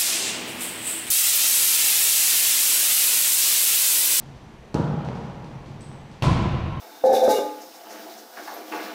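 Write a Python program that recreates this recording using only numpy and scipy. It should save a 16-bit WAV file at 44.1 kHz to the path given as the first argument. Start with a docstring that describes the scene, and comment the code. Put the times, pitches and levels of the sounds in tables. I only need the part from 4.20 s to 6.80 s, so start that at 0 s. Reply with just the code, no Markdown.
"""A volleyball is hit twice in a large gym: a dull forearm pass, then a harder open-hand smack.
Each hit thumps the ball, rings the air inside it and bounces off floor, ceiling and walls
into a long, fading wash of sound. Shoes thud, tap and scuff on the wooden court, and one
rubber sole squeaks. The ventilation rumbles underneath it all."""
import sys
import numpy as np
from scipy import signal
from scipy.fft import rfft, irfft
from scipy.io import wavfile
from scipy.ndimage import uniform_filter1d

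SR = 44100
rng = np.random.default_rng(int(sys.argv[2]) if len(sys.argv) > 2 else 0)


def to_wav(sig):
    """Store sig (one row per channel, or 1-D mono) as 16-bit WAV at the path in sys.argv[1].

    Samples outside -1..1 are clipped; the rate is SR.
    """
    pcm = np.clip(np.atleast_2d(sig), -1, 1) * 32767
    pcm = np.round(pcm).astype(np.int16)
    wavfile.write(sys.argv[1], SR, pcm.T)  # frames by channels


N = 114660  # 2.6 seconds

def undb(db):
    """Turn decibels into a gain."""
    return 10 ** (np.asarray(db) / 20)

def unit(x):
    """Scale to an energy of one."""
    return x / np.sqrt(np.sum(x ** 2))

def along(points, hz):
    """Read between a table's rows, giving each octave equal room."""
    freqs, values = np.array(points, float).T
    return np.interp(np.log(np.maximum(hz, 1)), np.log(freqs), values)

def pulse(colour, size=8192):
    """The shortest click with a given colour (its mix of bass and treble)."""
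    gains = undb(along(colour, np.fft.rfftfreq(size, 1 / SR)))
    cepstrum = irfft(np.log(gains))
    cepstrum[1:size // 2] *= 2  # these two lines pack the energy at the start
    cepstrum[size // 2:] = 0
    return unit(irfft(np.exp(rfft(cepstrum))))

def through(x, response):
    """Play a sound through a room's or filter's response."""
    return signal.fftconvolve(x, response)[:N]

def late(x, s):
    """Start a sound s seconds in, padded to the scene's length."""
    return np.pad(x, (max(int(s * SR), 0), N))[:N]

def dull(x, hz):
    """Gently soften everything above hz."""
    return signal.lfilter(*signal.butter(2, hz, fs=SR), x)

def ring(hz, fade_s):
    """One tone that fades by 60 dB in fade_s seconds."""
    t = np.arange(N) / SR
    return unit(np.sin(2 * np.pi * hz * t) * np.exp(-np.log(1000) * t / fade_s))

# The colour of the moving air. Each row: frequency in Hz, relative level in dB.
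AIR_COLOUR = [(13, -37), (22, -8), (58, -3), (139, -17), (215, -7), (283, -15), (361, -13), (1160, -20),
              (1260, -24.5), (1520, -25), (1890, -25), (2350, -27.5), (4760, -36), (5170, -40),
              (5920, -39.5), (6600, -40.5), (14500, -56)]

def ventilation(rush_db=-46.5, whistle_db=-74.5, whistle_hz=5940, width_hz=63):
    """The vents fill the hall with a steady rumble, hiss and a faint high whistle."""
    gains = undb(along(AIR_COLOUR, np.fft.rfftfreq(N, 1 / SR)))
    rush = irfft(rfft(rng.standard_normal(N)) * gains, N)
    narrow_band = signal.iirpeak(whistle_hz, whistle_hz / width_hz, fs=SR)
    whistle = signal.lfilter(*narrow_band, rng.standard_normal(N))
    return np.sqrt(N) * (undb(rush_db) * unit(rush) + undb(whistle_db) * unit(whistle))

# The colours of a step's three parts. Each row: frequency in Hz, relative level in dB.
THUD_COLOUR = [(40, -34.5), (130, -1), (220, -10), (500, -21.5), (2000, -63.5), (14000, -110.5)]
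TAP_COLOUR = [(100, -7.5), (450, 9.5), (850, 1), (1400, -4.5), (2500, -9.5), (6000, -27), (14000, -70)]
SCUFF_COLOUR = [(300, -20), (1500, -5), (3000, 0), (5500, -4), (7500, -11), (10000, -19), (15000, -40)]
# The steps. Each row: start in seconds, levels of heel thud, sole tap and scuff in dB,
# gain in dB for the sound that comes straight to the ear.
FOOTSTEPS = [(.004, -42, -49.5, -57.5, -20.5), (0.158, -72, -77, -64, -24), (0.79, -41.5, -40.5, -72, -21),
             (.848, -61, -72, -56, -18.5), (0.8876, -43, -40.5, -68, -11.5), (0.9498, -39, -60, -58, -23),
             (1.0391, -65, -57, -60.5, -32), (1.244, -40.5, -52, -60, -19), (1.315, -46, -49, -88, -15),
             (1.46, -41, -65, -59, -20), (1.6081, -40.5, -50.5, -56.5, -20), (1.716, -48.5, -48, -82, -16),
             (1.9142, -53, -83, -59.5, -19)]

def footsteps(settle_s=0.0033):
    """Shoes thud on the springy wooden floor, tap its hollow boards and scuff as they settle."""
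    thud = late(pulse(THUD_COLOUR), 0)
    scuff = late(pulse(SCUFF_COLOUR), 0)
    boards = undb(-4) * ring(hz=832, fade_s=0.016)
    tap = unit(late(pulse(TAP_COLOUR), 0) + boards)
    t = np.arange(SR // 10) / SR
    direct, into_hall = 0, 0
    for start, thud_db, tap_db, scuff_db, direct_db in FOOTSTEPS:
        knock = undb(thud_db) * thud + undb(tap_db) * tap
        sole = unit(rng.standard_normal(len(t)) * np.exp(-t / settle_s))
        direct += undb(direct_db) * late(knock + undb(scuff_db) * through(scuff, sole), start)
        into_hall += late(knock + undb(scuff_db) * scuff, start)
    return np.sqrt(SR) * direct + through(into_hall, hall())

# How long the hall rings. Each row: frequency in Hz, seconds to fade by 60 dB.
HALL_FADES = [(60, 3.1), (150, 2.29), (400, 2.3), (1000, 2.42), (2500, 2.64), (4000, 1.6), (6000, 1.1),
              (9000, 0.78), (14000, 0.31)]

def hall(bass_hz=214, bloom_db=1, bloom_s=0.21):
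    """The hall's answer to a click: the bass builds up late, and each band fades at its own rate."""
    t, freqs = np.arange(N) / SR, np.fft.rfftfreq(N, 1 / SR)
    noise = rfft(rng.standard_normal(N))
    centres = np.geomspace(80, 16000, 15)  # Hz, about half an octave apart
    wash = 0
    for hz, share in zip(centres, np.eye(len(centres))):
        band = irfft(noise * along(np.c_[centres, share], freqs), N)
        swell = np.sqrt(uniform_filter1d(band ** 2, SR // 10))
        steady = band * band.std() / swell
        build_s = 0.0029 + 0.035 / (1 + (hz / bass_hz) ** 2)
        fade = np.exp(-np.log(1000) * t / along(HALL_FADES, hz))
        wash += steady * (1 - np.exp(-t / build_s)) * fade
    return wash * undb(bloom_db * np.exp(-t / bloom_s))

# The pass, then the smack. Each row: start in seconds, overall gain in dB, gain in dB for the
# direct sound and its echoes, skin crack gain in dB, crack length in seconds.
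BALL_HITS = [(.543, -23.5, -23, -12, 0.0035), (2.0229, -17, -25.5, -7, 0.003)]
# The colours of the ball's thump and the skin's crack. Each row: frequency in Hz, relative level in dB.
PASS_THUMP = [(35, -44), (65, -8.5), (110, -6), (150, 5), (200, -2.5), (370, -13), (600, -12.5), (900, -21),
              (1350, -22), (2000, -37.5), (3200, -36), (5500, -42), (9000, -51), (15000, -67)]
SMACK_THUMP = [(35, -25.5), (62, -5), (105, 1.5), (160, 1), (220, -9), (340, -20), (480, -18), (800, -19),
               (1250, -25.5), (1750, -29.5), (2300, -28), (3200, -30), (5500, -37.5), (9000, -45),
               (15000, -66)]
PASS_SKIN = [(300, -12), (900, 3), (1300, -8), (1900, -3), (3200, 0), (3700, -5), (5400, -2), (6500, -9),
             (8000, -12), (15000, -31)]
SMACK_SKIN = [(300, -27), (1150, 19.5), (1500, -12), (2300, -2), (2800, 15), (3600, -1), (4800, 1),
              (7000, -18), (15000, -18)]
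# The ball's ringing tones. Each row: pitch in Hz, level in dB against the thump, seconds to fade 60 dB.
PASS_TONES = [(307, -24, 0.24), (464, -23.5, 0.084), (834, -15.5, 0.074), (940, -20, 0.078)]
SMACK_TONES = [(104.5, -10, 0.083), (332, -18, 0.055), (1004, -15.5, 0.057), (1069, -21, 0.14),
               (1312, -25.5, 0.084)]
# Separate echoes off the room. Each row: delay in seconds, gain in dB before the echo is dulled.
PASS_REFLECTIONS = [(.0065, 10), (0.0092, 7.5), (0.0219, 1), (0.035, 1), (0.054, 8.5), (0.06, 7.5),
                    (0.071, 1), (.117, 2.5), (0.1974, 4.5), (.353, -2), (.412, -0.5)]
SMACK_REFLECTIONS = [(.008, 5), (.0425, -12), (.058, 10), (0.0905, 2.5), (0.139, 6.5), (0.169, 3.5),
                     (.199, 3), (0.2338, 7.5), (.322, 3.5)]

def ball(hit, thump_colour, skin_colour, tones, echoes):
    """The struck ball thumps and rings as skin cracks on it; ceiling and walls send back dull echoes."""
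    start, level_db, direct_db, crack_db, crack_s = hit
    t = np.arange(N) / SR
    thump = late(pulse(thump_colour), 0)
    for hz, tone_db, fade_s in tones:
        thump += undb(tone_db) * ring(hz, fade_s)
    skin = pulse(skin_colour)
    contact = (1 - np.exp(-t / 0.0004)) * np.exp(-t / 0.0054) * (t < crack_s)
    # The nearby floor and players scatter the crack a moment later.
    scatter = late(unit(rng.standard_normal(N) * np.exp(-t / 0.0067)), s=0.0094)
    crack = unit(through(rng.standard_normal(N) * contact, skin))
    crack += undb(-10) * through(scatter, skin)
    bounces = 0
    for delay, echo_db in echoes:
        smeared_click = (t == 0) + 0.06 * rng.standard_normal(N) * np.exp(-t / 0.0031)
        bounces += undb(echo_db) * late(smeared_click, delay)
    body = dull(thump, hz=1180)  # the ball's body gives off little treble
    early = body + undb(crack_db) * crack + dull(through(thump, bounces), hz=362)
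    return undb(level_db) * late(undb(direct_db) * np.sqrt(SR) * early + through(thump, hall()), start)

def squeak(start_s=1.606, length_s=0.079, pitch_hz=8050):
    """A rubber sole sticks and slips in a brief, high, chattering chirp."""
    t = np.arange(N) / SR
    waver, chatter = uniform_filter1d(rng.standard_normal((2, N)), size=110)
    hz = pitch_hz * (1 + 0.011 * waver / waver.std())
    tone = np.sin(2 * np.pi * np.cumsum(hz) / SR)
    fade = np.sqrt(np.maximum(1 - t / length_s, 0))
    grip = np.exp(0.55 * chatter / chatter.std())
    chirp = unit(tone * fade * grip)
    direct = undb(-13) * np.sqrt(SR) * chirp
    return undb(-58) * late(direct + through(chirp, hall()), start_s)

def scene():
    """Both hits, the shoes and the ventilation, added into one channel."""
    forearm_pass = ball(BALL_HITS[0], PASS_THUMP, PASS_SKIN, PASS_TONES, PASS_REFLECTIONS)
    smack = ball(BALL_HITS[1], SMACK_THUMP, SMACK_SKIN, SMACK_TONES, SMACK_REFLECTIONS)
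    return (forearm_pass + smack + footsteps() + squeak() + ventilation())[None]

def record(dry):
    """The very highest treble is cut off steeply."""
    top_hz = 15150
    return signal.sosfilt(signal.ellip(10, 0.2, 80, top_hz, fs=SR, output="sos"), dry)

dry = scene()
out = record(dry)
to_wav(out)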